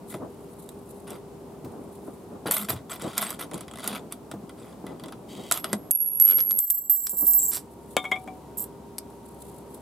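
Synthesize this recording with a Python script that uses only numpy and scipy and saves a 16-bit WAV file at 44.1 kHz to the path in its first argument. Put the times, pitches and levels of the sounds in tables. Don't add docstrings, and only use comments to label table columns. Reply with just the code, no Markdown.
import sys
import numpy as np
from scipy import signal
from scipy.fft import rfft, irfft, next_fast_len
from scipy.io import wavfile
from scipy.ndimage import uniform_filter1d, minimum_filter1d, map_coordinates

SR = 44100
rng = np.random.default_rng(int(sys.argv[2]) if len(sys.argv) > 2 else 0)


def bounce(signal):
    frames = np.transpose(np.atleast_2d(signal))
    limited = np.clip(frames, -1, 1)
    pcm = np.round(limited * 32767).astype(np.int16)
    wavfile.write(sys.argv[1], SR, pcm)


N = 432621
PORTS = np.array([[0], [1]])


def amp(db):
    return 10 ** (np.asarray(db) / 20)


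def unit(x):
    return x / np.sqrt(np.mean(x ** 2) + 1e-20)


def peaked(x):
    return x / np.abs(x).max()


def even(x, span_s):
    power = np.abs(uniform_filter1d(x * x, int(span_s * SR)))
    return x / np.sqrt(power + 1e-4 * np.mean(x * x))


def clock(count=N):
    return np.arange(count) / SR


def along(points, hz):
    f, v = np.transpose(points)
    return np.interp(np.log(hz + 1), np.log(f + 1), v)


def curves(rows):
    s, *cols = np.transpose(rows)
    return [np.interp(clock(), s, c, left=-120, right=-120) for c in cols]


def wobble(rate_hz, count=N):
    knots = rng.standard_normal(int(count * rate_hz / SR) + 4)
    return map_coordinates(knots, [clock(count) * rate_hz])


def filtered(x, response):
    count = x.shape[-1]
    m = next_fast_len(count + 4096)
    return irfft(rfft(x, m) * response(np.fft.rfftfreq(m, 1 / SR)), m)[..., :count]


def coloured(x, spectrum, size=2048):
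    gain = amp(along(spectrum, np.fft.rfftfreq(size, 1 / SR)))
    cepstrum = irfft(np.log(gain))
    cepstrum[1:size // 2] *= 2
    cepstrum[size // 2 + 1:] = 0
    impulse = irfft(np.exp(rfft(cepstrum)))[:size]
    return signal.fftconvolve(x, impulse)[:len(x)]


def resonant(x, peaks):
    def response(f):
        total = 0
        for k, (hz, width_hz, db) in enumerate(peaks):
            damping = 1j * f * width_hz
            total = total + (-1) ** k * amp(db) * damping / (hz * hz - f * f + damping)
        return total
    return filtered(x, response)


def varied(x, depth_db):
    hz = np.geomspace(300, 16000, num=40)
    return coloured(x, np.transpose([hz, depth_db * rng.standard_normal(len(hz))]))


def shifting(x, depth_db):
    z = signal.stft(x, nperseg=256)[2]
    field = uniform_filter1d(rng.standard_normal(z.shape), size=3, axis=0)
    field = uniform_filter1d(field, size=5, axis=1)
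    return signal.istft(z * amp(depth_db * unit(field)), nperseg=256)[1][:N]


CRISP_HZ, CRISP_EXPONENT = 11800, 0.53


def crisp(x, strength):
    top = filtered(x, lambda hz: 1 - 1 / (1 + (hz / CRISP_HZ) ** 20))
    return x + (strength ** CRISP_EXPONENT - 1.5) * top


def burst(t60_s, tail_db, tail_t60_s):
    t = clock(SR // 4)
    return rng.standard_normal(len(t)) * (amp(-60 * t / t60_s) + amp(tail_db - 60 * t / tail_t60_s))


def impact_sizes(spread_db):
    return rng.choice([-1, 1], N) * amp(spread_db * np.clip(rng.standard_normal(N), -2, 2))


def grains(rate_hz, spread_db):
    return (rng.random(N) < rate_hz / SR) * impact_sizes(spread_db)


TICK_JITTER, TICK_SPREAD_DB = .6, 3


def rim_ticks(rate_hz):
    pace = np.maximum(rate_hz, 0) * np.exp(TICK_JITTER * wobble(70))
    turns = np.floor(np.cumsum(pace) / SR)
    return (np.diff(turns, prepend=0) > 0) * impact_sizes(TICK_SPREAD_DB)


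def slipping(slips, t60_s):
    keep = amp(-120 / (t60_s * SR))
    return np.sqrt(signal.lfilter([1], [1, -keep], slips ** 2)) * rng.standard_normal(N)


def swells(rows):
    t = clock()
    return sum(amp(db) * np.exp(-np.minimum(((t - s) / half_s) ** 2 / 2, 20)) for s, half_s, db in rows)


ATTACK_S, RELEASE_DB_PER_S = 0.0042, 556


def stroke(start_s, length_s, change_db=0):
    t = np.clip(clock() - start_s, 0, 1)
    hold_db = change_db * np.minimum(t / length_s, 1)
    release_db = RELEASE_DB_PER_S * np.maximum(t - length_s, 0)
    return (1 - np.exp(-t / ATTACK_S)) * amp(hold_db - release_db)


def panned(x, pan_db):
    gains = amp([[pan_db / 2], [-pan_db / 2]])
    return x * gains / gains.mean()


def add(track, start_s, x):
    part = track[..., round(start_s * SR):][..., :x.shape[-1]]
    part += x[..., :part.shape[-1]]


# freq_hz, likeness [-1..1]
LIKENESS = [(40, -0.092), (80, 0.85), (150, 0.98), (1000, 0.59), (10000, 0.17)]


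def rush(spectrum):
    def mid_side_gain(hz):
        turn = np.arccos(np.clip(along(LIKENESS, hz), -1, 1)) / 2
        return amp(along(spectrum, hz)) * [np.cos(turn), np.sin(turn)]
    mid, side = filtered(rng.standard_normal((2, N)), mid_side_gain)
    return unit(np.array([mid + side, mid - side]))


# freq_hz, density_db [dB per Hz]
TRAFFIC_SPECTRUM = [(15, -79.5), (25, -39.5), (56, -12), (190, -1), (363, -3.5), (394, -5), (516, -9),
                    (863, -12), (936, -15), (1020, -15), (1700, -30), (6050, -35.5), (8830, -32.5),
                    (14000, -36), (16000, -43.5)]
STREET_DB, STREET_SWAY_DB = -45, 0.48


def traffic():
    return amp(STREET_DB + STREET_SWAY_DB * wobble(14.0)) * rush(TRAFFIC_SPECTRUM)


# freq_hz, back_db, at_cup_db, crouching_db
HUM_TONES = [(66.6, -64.5, -64, -58.5), (401, -50, -55.5, -53), (483.4, -59.5, -68.5, -64)]
MOVE_TIMES_S = [2, 2.8, 7, 7.8]


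def machine_hum():
    t = clock()
    out = np.zeros(N)
    for hz, back_db, cup_db, low_db in HUM_TONES:
        level_db = np.interp(t, MOVE_TIMES_S, [back_db, cup_db, cup_db, low_db]) + 0.71 * wobble(4)
        out += amp(level_db) * unit(np.sin(2 * np.pi * hz * t + 0.33 * wobble(5.4)))
    whine_db = np.interp(t, MOVE_TIMES_S[2:], [-68, -57])
    return out + amp(whine_db) * unit(np.sin(2 * np.pi * 935 * t + 1.3 * wobble(50)))


# freq_hz, density_db [dB per Hz]
BUMP_SPECTRUM = [(20, -53), (50, -33.5), (100, -10), (165, 0.5), (222, 2), (290, 2.5), (650, -4.5),
                 (1200, -15), (2500, -43), (6000, -85)]
# middle_s, half_length_s, level_db
GRIP_SHIFTS = [(.245, 0.021, -32), (1.12, 0.037, -36), (1.76, 0.072, -41), (2.09, 0.02, -39),
               (2.34, 0.021, -36), (3.07, 0.028, -32), (3.43, 0.019, -37), (3.55, 0.027, -37),
               (3.93, 0.085, -40.5), (4.92, 0.029, -39), (5.06, 0.014, -38.5), (5.385, 0.035, -37),
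               (5.78, 0.069, -50), (7.228, 0.015, -30.5)]
FIDGET_DB, FIDGET_END_S = -53.5, 6.5


def hand_bumps():
    effort = swells(GRIP_SHIFTS) + amp(FIDGET_DB) * (clock() < FIDGET_END_S)
    return effort * amp(3.5 * wobble(35) - 2.5) * rush(BUMP_SPECTRUM)


# freq_hz, density_db [dB per Hz]
CLOTH_SPECTRUM = [(500, -19), (1500, -34), (4000, -2.5), (5500, -13.5), (8000, 3.5), (11000, 6),
                  (14000, -2), (16000, -16.5)]
# middle_s, half_length_s, level_db
SLEEVE_BRUSHES = [(.13, 0.038, -51), (.61, 0.19, -57), (.97, 0.094, -57), (2.02, 0.24, -59),
                  (4.63, 0.039, -63), (7.95, 0.21, -57), (9.39, 0.13, -47.5), (9.8, 0.074, -57)]


def sleeve():
    flutter_db = 5.2 * wobble(22) + 4.2 * wobble(130)
    return swells(SLEEVE_BRUSHES) * unit(amp(flutter_db) * rush(CLOTH_SPECTRUM))


# start_s, peak_db, boom_peak_db
CABINET_KNOCKS = [(0.144, -24.5, -58), (1.647, -40, -36), (2.457, -21.5, -56), (2.487, -24, -56),
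                  (2.69, -26, -30.5), (2.731, -27, -31.5), (4.313, -38, -39.5), (4.338, -25.5, -40),
                  (4.841, -27.5, -64), (5.646, -29.5, -57), (5.729, -19.5, -47), (7.131, -28, -65),
                  (7.222, -23.5, -54)]
# freq_hz, density_db [dB per Hz]
BOOM_SPECTRUM = [(25, -40.0), (55, -21), (90, 4), (130, 4.5), (300, -37.5)]


def cabinet_knocks():
    out = np.zeros(N)
    for start_s, peak_db, boom_db in CABINET_KNOCKS:
        add(out, start_s, amp(peak_db) * peaked(coloured(burst(0.092, -9.0, 0.089), BUMP_SPECTRUM)))
        add(out, start_s, amp(boom_db) * peaked(coloured(burst(0.072, -14.0, 0.27), BOOM_SPECTRUM)))
    return out


# middle_s, half_length_s, level_db
PANEL_PRESSES = [(2.625, 0.027, -36), (3.22, .035, -41), (3.91, 0.035, -42), (4.375, 0.018, -39),
                 (4.44, 0.0045, -35), (5.75, .018, -30)]
PANEL_HZ = 207


def panel_drone():
    return swells(PANEL_PRESSES) * unit(np.sin(2 * np.pi * PANEL_HZ * clock() + wobble(50)))


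# start_s, length_s, cup_db, metal_re_cup_db, pressure_change_db
CUP_SCRAPES = [(0.098, 0.051, -52.5, -1.5, 4), (1.067, 0.096, -48, -1, -4), (2.461, 0.025, -31.5, -5.5, -4),
               (2.507, 0.14, -32, 6, -11.5), (2.683, 0.028, -34.5, 0.5, 1.5),
               (2.752, 0.03, -43.5, -7, -6.5), (2.895, 0.066, -38.5, 1.5, -7), (2.994, 0.21, -43, -5, -6),
               (3.165, 0.044, -34.5, -3, -5.5), (3.21, 0.13, -36.5, 2, -8), (3.389, 0.037, -39, -2, 1),
               (3.528, 0.11, -47, -6, -7.5), (3.824, 0.13, -40, -5.5, -0.5), (3.948, 0.02, -39.5, -6, -2.5),
               (4.109, 0.011, -45, -1, -8), (4.573, 0.16, -57, -1, -3), (4.87, 0.092, -52.5, -10, -10.5),
               (5.533, 0.039, -41, 0, 2.5), (5.635, 0.087, -48.5, -12, -0.5)]
# freq_hz, width_hz, level_db
CUP_MODES = [(660, 57, 4), (1007, 200, 1.5), (1340, 226, 3), (2022, 120, -1), (2300, 280, -6),
             (3410, 430, -3), (3966, 130, -6), (4540, 490, -9.5), (5800, 6800, -20)]
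# freq_hz, density_db [dB per Hz]
METAL_SPECTRUM = [(1500, -22.5), (4000, -11), (6300, -14.5), (8070, -3), (8600, -4.5), (10100, -2),
                  (12200, -5), (13050, 2), (13900, -11.5), (16000, -34.5)]
SLIPS_PER_S, SLIP_T60_S = 330, 0.012
METAL_GROWS = 1.35
HARD_STROKE_DB = -49


def scrapes():
    slips = grains(SLIPS_PER_S, 3.0) + 0.075 * rng.standard_normal(N)
    rattle = slipping(slips, SLIP_T60_S)
    plastic = even(shifting(resonant(slips, CUP_MODES), depth_db=3), 0.025)
    metal = even(shifting(coloured(rattle, METAL_SPECTRUM), depth_db=7.0), 0.031)
    on_cup, on_metal = np.zeros(N), np.zeros(N)
    for start_s, length_s, cup_db, metal_db, change_db in CUP_SCRAPES:
        on_cup += amp(cup_db) * stroke(start_s, length_s, change_db)
        on_metal += amp(cup_db + metal_db) * stroke(start_s, length_s, METAL_GROWS * change_db)
    bright = on_metal * crisp(metal, on_metal / amp(HARD_STROKE_DB))
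    return panned(on_cup * plastic, 1.2) + panned(bright, -1.5)


# start_s, bright_peak_db, cup_re_bright_db
CUP_CLICKS = [(0.1412, -40.5, 9), (0.69, -31, -34), (1.105, -27.5, -18), (2.4595, -37, 7.5),
              (2.5112, -6, -15.5), (2.5671, -12, -8), (2.686, -27.5, 4.5), (2.7033, -16, -10),
              (2.9177, -24.5, -3.5), (3.021, -25, -13), (3.179, -7.5, -12), (3.2195, -18.5, -10),
              (3.2255, -15, -5.5), (3.305, -18.5, -8), (3.3952, -26.5, -15.5), (3.513, -35.5, 1.5),
              (3.535, -32, -2), (3.543, -21, -25), (3.556, -35, -10), (3.578, -34, -3), (3.608, -28.5, -6),
              (3.8422, -24, -6), (3.876, -12.5, -13), (4.123, -21.5, -6), (4.314, -30, 0.5),
              (4.494, -36.5, -1), (4.866, -35.5, 1), (4.997, -39, 3), (5.037, -36.5, 3.5),
              (5.059, -39.5, 0), (5.083, -40, 3.5), (5.123, -37, 3.5), (5.5127, -8.5, -4.5),
              (5.522, -5, -20), (5.54, -22, -9), (5.5747, -15.5, -10.5), (5.599, -31, -12),
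              (5.6432, -17, 0), (5.73, -11.5, -4.5)]
HARD_CLICK_DB = -28


def cup_clicks():
    out = np.zeros((2, N))
    for start_s, bright_db, cup_db in list(CUP_CLICKS) + judder_ticks():
        bright = varied(coloured(burst(0.0056, 4.0, 0.023), METAL_SPECTRUM), depth_db=4.0)
        bright = peaked(crisp(bright, amp(min(bright_db - HARD_CLICK_DB, 0))))
        hollow = peaked(varied(resonant(burst(0.0098, -0.5, 0.055), CUP_MODES), depth_db=2.5))
        click = panned(bright, -3.1) + panned(amp(cup_db) * hollow, 1.2)
        add(out, start_s, amp(bright_db) * click)
    return out


# start_s, length_s, level_db, nominal_slips_per_s
FLAP_RUBS = [(3.002, 0.19, -51.5, 300), (3.798, 0.11, -51.5, 180), (5.284, 0.29, -50, 260)]
# freq_hz, width_hz, level_db
FLAP_MODES = [(2020, 220, -7), (3120, 160, 1), (3370, 51, 1), (3770, 90, 0), (4610, 220, -5),
              (8000, 3200, -11.5)]


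def flap_rasp():
    out = np.zeros(N)
    for start_s, length_s, level_db, rate_hz in FLAP_RUBS:
        rasp = even(resonant(slipping(rim_ticks(rate_hz), 0.019), FLAP_MODES), 0.024)
        out += amp(level_db) * stroke(start_s, length_s) * rasp
    return panned(out, 1.2)


JUDDER_S, JUDDER_GAP_S, JUDDER_SHRINK = 3.681, .031, .8
JUDDER_DB, JUDDER_GROWTH_DB, JUDDER_CUP_DB = -36, 0.3, 1


def judder_ticks(count=8):
    rows = []
    for k in range(count):
        start_s = JUDDER_S + JUDDER_GAP_S * np.sum(JUDDER_SHRINK ** np.arange(k))
        rows.append((start_s, JUDDER_DB + JUDDER_GROWTH_DB * k, JUDDER_CUP_DB))
    return rows


def walls(x):
    t = clock(SR // 3)
    tail = rng.standard_normal((2, len(t))) * amp(-60 * t / 0.099) * (t > .003)
    return signal.fftconvolve(x, tail / np.linalg.norm(tail[0]), axes=1)[:, :N]


# freq_hz, level_db, t60_s
COIN_MODES = [
    [(11290, -3, 1.0), (11345, -4, .9), (11415, -2, .9), (11475, -8, .8)],
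    [(11505, -2, 1.0), (11595, -1, 1.0), (11412, 0, .9)],
    [(12936, 0, .33), (7685, -31, .8), (7510, -31, .9), (7553, -31, .9), (7777, -26, .9)],
]
# start_s, coin_index, click_peak_db, ring_db, initial_throbs_per_s, pan_db [L-R]
COIN_BOUNCES = [(5.54, 1, -32, -39, 24, -6), (5.9097, 0, 3, -9.5, 25, -9.5), (5.9132, 0, 9, -5.5, 23, -3),
                (6.1998, 1, 2.5, -1.5, 40, -4.5), (6.278, 2, -8, -34.5, 15, -10.5),
                (6.509, 1, -26, -16, 11, -4), (6.589, 2, 15, 7, 39.5, -4), (6.592, 2, 14.5, 0.5, 13.5, 14),
                (6.677, 0, -7, -27, 16, 2), (6.7014, 2, 9.5, 4, 50, -7.5), (6.706, 2, 9.5, -2, 15, 9),
                (6.897, 2, 7, 6.5, 3.5, -10), (8.987, 2, -15.5, -67, 2, 6.5)]
# freq_hz, density_db [dB per Hz]
EDGE_SPECTRUM = [(200, -28), (1000, -28.5), (3000, -26.5), (5500, -22.5), (8000, -1.5), (10000, 0),
                 (12500, 4), (14000, -9.5), (16000, -24.5)]
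THROB_DEPTH, THROB_UNEVEN_RAD = 0.53, 0.78
WAVER_RAD_PER_THROB, SPIN_DRAG = 0.026, .2


def falling_coins():
    out, t = np.zeros((2, N)), clock(SR)
    for start_s, coin, click_db, ring_db, throbs_per_s, pan_db in COIN_BOUNCES:
        flight_s = 1
        for later_s, same, *_ in COIN_BOUNCES:
            if round(same) == round(coin) and later_s > start_s + .02:
                flight_s = min(flight_s, later_s - start_s)
        ring = np.zeros((2, SR))
        for hz, db, t60_s in COIN_MODES[round(coin)]:
            waver = WAVER_RAD_PER_THROB * throbs_per_s * wobble(60, count=SR) + .03 * wobble(430, count=SR)
            phase = 2 * np.pi * (hz * t + rng.random()) + waver + 0.38 * PORTS
            ring += amp(db - 60 * t / t60_s) * np.sin(phase)
        turns = np.log1p(SPIN_DRAG * throbs_per_s * t) / SPIN_DRAG
        tumble = np.pi * turns + THROB_UNEVEN_RAD * wobble(14, count=SR) + 0.29 * PORTS
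        facing = 1 - THROB_DEPTH * np.sin(tumble) ** 2
        aloft = uniform_filter1d(1. * (t < flight_s), size=60) * (1 - np.exp(-t / 0.00021))
        click = peaked(coloured(burst(.006, -31, .05), EDGE_SPECTRUM))
        add(out, start_s, panned(amp(click_db) * click, pan_db))
        add(out, start_s, panned(amp(ring_db) * ring * facing * aloft, pan_db))
    return out


# start_s, tick_peak_db, stone_re_tick_db
TILE_TRIPS = [(6.199, -10, -11), (6.2808, -12, -14), (6.31, -13, -9), (6.384, -23, 3), (6.4043, -18, 1.5),
              (6.5085, -14, -5.5), (7.0688, -10, -2), (8.641, -22.5, -18), (8.983, -19.5, -5)]
# start_s, length_s, level_db, pressure_change_db
SHOE_SCUFFS = [(6.259, 0.036, -37, -3), (6.294, 0.028, -30.5, -3.5), (6.381, 0.023, -27, -13.5)]
# freq_hz, width_hz, level_db
GRIT_MODES = [(269, 38, -1.5), (494, 26, 2.5), (1286, 90, -1), (1560, 200, -6), (2297, 79, -1.5),
              (2920, 78, -2), (3330, 200, -6.5), (5300, 1900, -16.5)]
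# start_s, length_s, rim_db, upper_mode_db, stone_db
FACE_CHATTERS = [(7.513, 0.057, -29, -34, -37.5), (8.571, 0.048, -36, -30, -68)]
# freq_hz, density_db [dB per Hz]
RIM_SPECTRUM = [(300, -61), (3000, -23), (6200, -17.5), (7800, 4.5), (10000, 1.5), (12600, 1.5),
                (13600, -13.5), (16000, -32.5)]
# freq_hz, density_db [dB per Hz]
STONE_SPECTRUM = [(300, -3.5), (1300, 1.0), (3000, -4.0), (5500, 7.0), (9000, -23), (15000, -40.5)]


def paving():
    crunch = even(varied(coloured(grains(1100, 4.6), STONE_SPECTRUM), depth_db=-1.0), 0.06)
    creak = even(resonant(grains(500, 5), GRIT_MODES), 0.042)
    out = np.zeros(N)
    for start_s, length_s, level_db, change_db in SHOE_SCUFFS:
        out += amp(level_db) * stroke(start_s, length_s, change_db) * creak
    for start_s, length_s, _, _, stone_db in FACE_CHATTERS:
        out += amp(stone_db) * stroke(start_s, length_s) * crunch
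    for start_s, tick_db, stone_db in TILE_TRIPS:
        tick = peaked(coloured(burst(0.0026, -7.0, 0.034), RIM_SPECTRUM))
        knock = peaked(coloured(burst(0.0063, 0, 0.024), STONE_SPECTRUM))
        add(out, start_s, amp(tick_db) * (tick + amp(stone_db) * knock))
    return panned(out, -0.61)


# time_s, level_db
ROLL_TICKS = [(6.925, -32), (7.06, -40), (7.1, -32), (7.15, -36), (7.2, -35), (7.24, -38), (7.27, -28),
              (7.31, -37), (7.39, -34), (7.51, -39)]
# freq_hz, width_hz, level_db
SKID_MODE = [(7000, 1000, 0)]
TICKS_PER_S, TICKS_GAIN_PER_S2 = 60, 190
LEAN_S, LEAN_RISE_S, LEAN_FADE_DB_PER_S = 7.375, 0.012, 145
UPRIGHT_DB, LEANING_DB = -38.5, -17.5
CHATTERS_PER_S, CHATTER_LOWER_DB = 1300, -10
RING_RISE_S, SKID_DB = 0.00084, -42.5


def disc_mode(hz, lag_rad):
    t = clock(SR // 3)
    envelope = amp(-60 * t / 0.094) * (1 - np.exp(-t / RING_RISE_S))
    return np.sin(2 * np.pi * hz * t + lag_rad * PORTS) * envelope


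def disc_ringing(contacts, modes):
    drive = (contacts + 0.011 * rng.standard_normal(N))[None]
    return even(signal.fftconvolve(drive, modes, axes=1)[:, :N], 0.096)


def disc_contacts(contacts, rim_gain, lower_gain):
    dry_ticks = slipping(contacts, 0.0021) + 0.072 * rng.standard_normal(N)
    grit = even(coloured(dry_ticks, RIM_SPECTRUM), 0.065)
    lower_modes = sum(disc_mode(hz, 0.45) for hz, _, _ in COIN_MODES[2][1:])
    return panned(rim_gain * grit, -5.0) + panned(lower_gain * disc_ringing(contacts, lower_modes), 2.4)


def rolling_coin():
    t = clock()
    start_s, end_s = ROLL_TICKS[0][0], ROLL_TICKS[-1][0]
    tick_db, = curves(ROLL_TICKS)
    rate_hz = TICKS_PER_S + TICKS_GAIN_PER_S2 * (t - start_s)
    since_s = np.maximum(t - LEAN_S, 0)
    rise = np.minimum(since_s / LEAN_RISE_S, 1)
    lean = rise * amp(LEANING_DB - LEAN_FADE_DB_PER_S * since_s)
    rolling = uniform_filter1d(1. 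* (t > start_s) * (t < end_s), size=900)
    out = disc_contacts(rim_ticks(rate_hz), amp(tick_db), rolling * (amp(UPRIGHT_DB) + lean))
    skid = resonant(resonant(slipping(rim_ticks(rate_hz), .006), SKID_MODE), SKID_MODE)
    out += amp(SKID_DB) * rolling * rise * even(skid, 0.041)

    chatter = grains(CHATTERS_PER_S, 3.3)
    rim, upper = np.zeros(N), np.zeros(N)
    for start_s, length_s, rim_db, upper_db, _ in FACE_CHATTERS:
        rim += amp(rim_db) * stroke(start_s, length_s)
        upper += amp(upper_db) * stroke(start_s, length_s)
    out += disc_contacts(chatter, rim, amp(CHATTER_LOWER_DB) * rim)
    upper_hz = COIN_MODES[2][0][0]
    return out + panned(upper * disc_ringing(chatter, disc_mode(upper_hz, 1.3)), -8.0)


# start_s, tick_peak_db, upper_mode_db
ROLL_TAPS = [(6.965, -6, -7), (7.005, -10, -28), (7.038, -11, -11.5), (7.072, -9, -24),
             (7.095, -6.5, -14.5), (7.121, -17, -20.5), (7.17, -19, -15), (7.184, -14, -13),
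             (7.189, -11, -12), (7.209, -9, -12), (7.247, -22, -15), (7.258, -18, -22), (7.267, -18, -7.5),
             (7.279, -13, -6.5), (7.31, -11, -11), (7.335, -5, -24), (7.339, -9, -10), (7.348, -10, -8),
             (7.393, -15, -21.5), (7.43, -13, -16), (7.456, -23, -24), (7.481, -23, -16.5),
             (7.511, -20, -36)]
TAP_FADE_DB_PER_S = 102


def rim_taps():
    out, t = np.zeros((2, N)), clock()
    for start_s, tick_db, _ in ROLL_TAPS:
        tick = peaked(coloured(burst(0.0015, -18, 0.047), RIM_SPECTRUM))
        add(out, start_s, panned(amp(tick_db) * tick, -1.5))
    starts_s, _, ring_db = np.transpose(sorted(ROLL_TAPS))
    last = np.maximum(np.searchsorted(starts_s, t) - 1, 0)
    phase = np.cumsum(rng.normal(0, 0.36, len(starts_s)))[last]
    flat_s = sum(FACE_CHATTERS[0][:2])
    fade_db = TAP_FADE_DB_PER_S * np.abs(t - starts_s[last])
    gain = (t > starts_s[0]) * (t < flat_s) * amp(ring_db[last] - fade_db)
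    mode = np.sin(2 * np.pi * COIN_MODES[2][0][0] * t + phase + 2.0 * PORTS)
    return out + panned(uniform_filter1d(gain, size=40) * mode, -7)


# freq_hz, struck_db, rocking_db, t60_s
CAN_MODES = [(450, -12, -26, .13), (650, -22, -8, .07), (750, -10, -9, .4), (1055, -2, -15, .09),
             (1180, -4, -19, .15), (1400, -1, -19, .06), (2175, -4, 0, .18), (2240, 1, -4, .09),
             (2326, -6, -12, .08), (3004, -4, -20, .06), (3208, -6, -13, .11), (3330, -7, -14, .11),
             (3601, -2.5, -27, .17), (7330, -18, -40, .11)]
# start_s, peak_db
CAN_STANDS = [(7.967, -5.5), (7.978, -33), (8.042, -28)]
# start_s, peak_db, tilt_db_per_octave, wall_bend_hz
CAN_ROCKS = [(8.043, -27.5, 0, -31), (8.053, -22.5, 3.5, 23), (8.117, -12.5, 4, -30), (8.16, -27, -1, 90),
             (8.277, -29.5, -6.5, 100)]
# low_hz, high_hz
WALL_RANGE_HZ = (2000, 3500)
# freq_hz, density_db [dB per Hz]
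CLACK_SPECTRUM = [(30, -38.5), (150, -4.5), (420, 6), (800, -2), (1350, -1.5), (3200, -9.5),
                  (4500, -24.0), (8000, -15.0), (15000, -28.5)]
ROCK_HZ, BEND_HZ_PER_S = 2170, 1100
ROCK_RISE_S, ROCK_DAMPING_DB_PER_S = 0.0011, 300


def can():
    out, t = np.zeros(N), clock(SR // 2)
    hz, struck_db, rocking_db, t60_s = np.transpose(CAN_MODES)[:, :, None]
    wall = (hz > WALL_RANGE_HZ[0]) & (hz < WALL_RANGE_HZ[1])

    def ring(db, bend_hz=0):
        slosh = [rng.random() + 0.14 * soft * wobble(83, count=len(t)) for soft in hz > WALL_RANGE_HZ[0]]
        cycles = (hz + wall * bend_hz) * t + np.array(slosh)
        gain = amp(db + rng.normal(0, 1, hz.shape) - 60 * t / t60_s)
        return np.sum(gain * np.sin(2 * np.pi * cycles), axis=0)

    for start_s, peak_db in CAN_STANDS:
        add(out, start_s, amp(peak_db) * peaked(coloured(burst(.007, -20, .05), CLACK_SPECTRUM)))
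        add(out, start_s, amp(peak_db - 7.0) * peaked(ring(struck_db)))
    for start_s, peak_db, tilt_db, bend_hz in CAN_ROCKS:
        modes_db = rocking_db + tilt_db * np.log2(hz / ROCK_HZ) - ROCK_DAMPING_DB_PER_S * t * wall
        rock = ring(modes_db, bend_hz + BEND_HZ_PER_S * t / 2) * (1 - np.exp(-t / ROCK_RISE_S))
        add(out, start_s, amp(peak_db) * peaked(rock))
        thud = peaked(coloured(burst(0.055, -19, 0.081), CLACK_SPECTRUM))
        add(out, start_s - .002, amp(peak_db - 6.5) * thud)
    return panned(out, 3.6)


def scene():
    street = panned(traffic() + machine_hum(), 0.64)
    hand = panned(hand_bumps() + sleeve() + cabinet_knocks() + panel_drone(), 0.91)
    near = scrapes() + cup_clicks() + flap_rasp() + paving() + can()
    coins = falling_coins() + rolling_coin() + rim_taps()
    return street + hand + near + amp(-10.0) * walls(near) + coins


TOP_HZ = 15900


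def record(dry):
    peak_db = 20 * np.log10(np.abs(dry).max(axis=0) + 1e-9)
    over_db = np.maximum(peak_db + 3.07, 1e-9)
    release = clock() / 0.32
    held_db = np.exp(np.maximum.accumulate(np.log(over_db) + release) - release)
    gain = uniform_filter1d(minimum_filter1d(amp(-held_db), size=24), size=24)
    return filtered(dry * gain, lambda hz: 1 / np.sqrt(1 + (hz / TOP_HZ) ** 90))


dry = scene()
out = record(dry)
bounce(out)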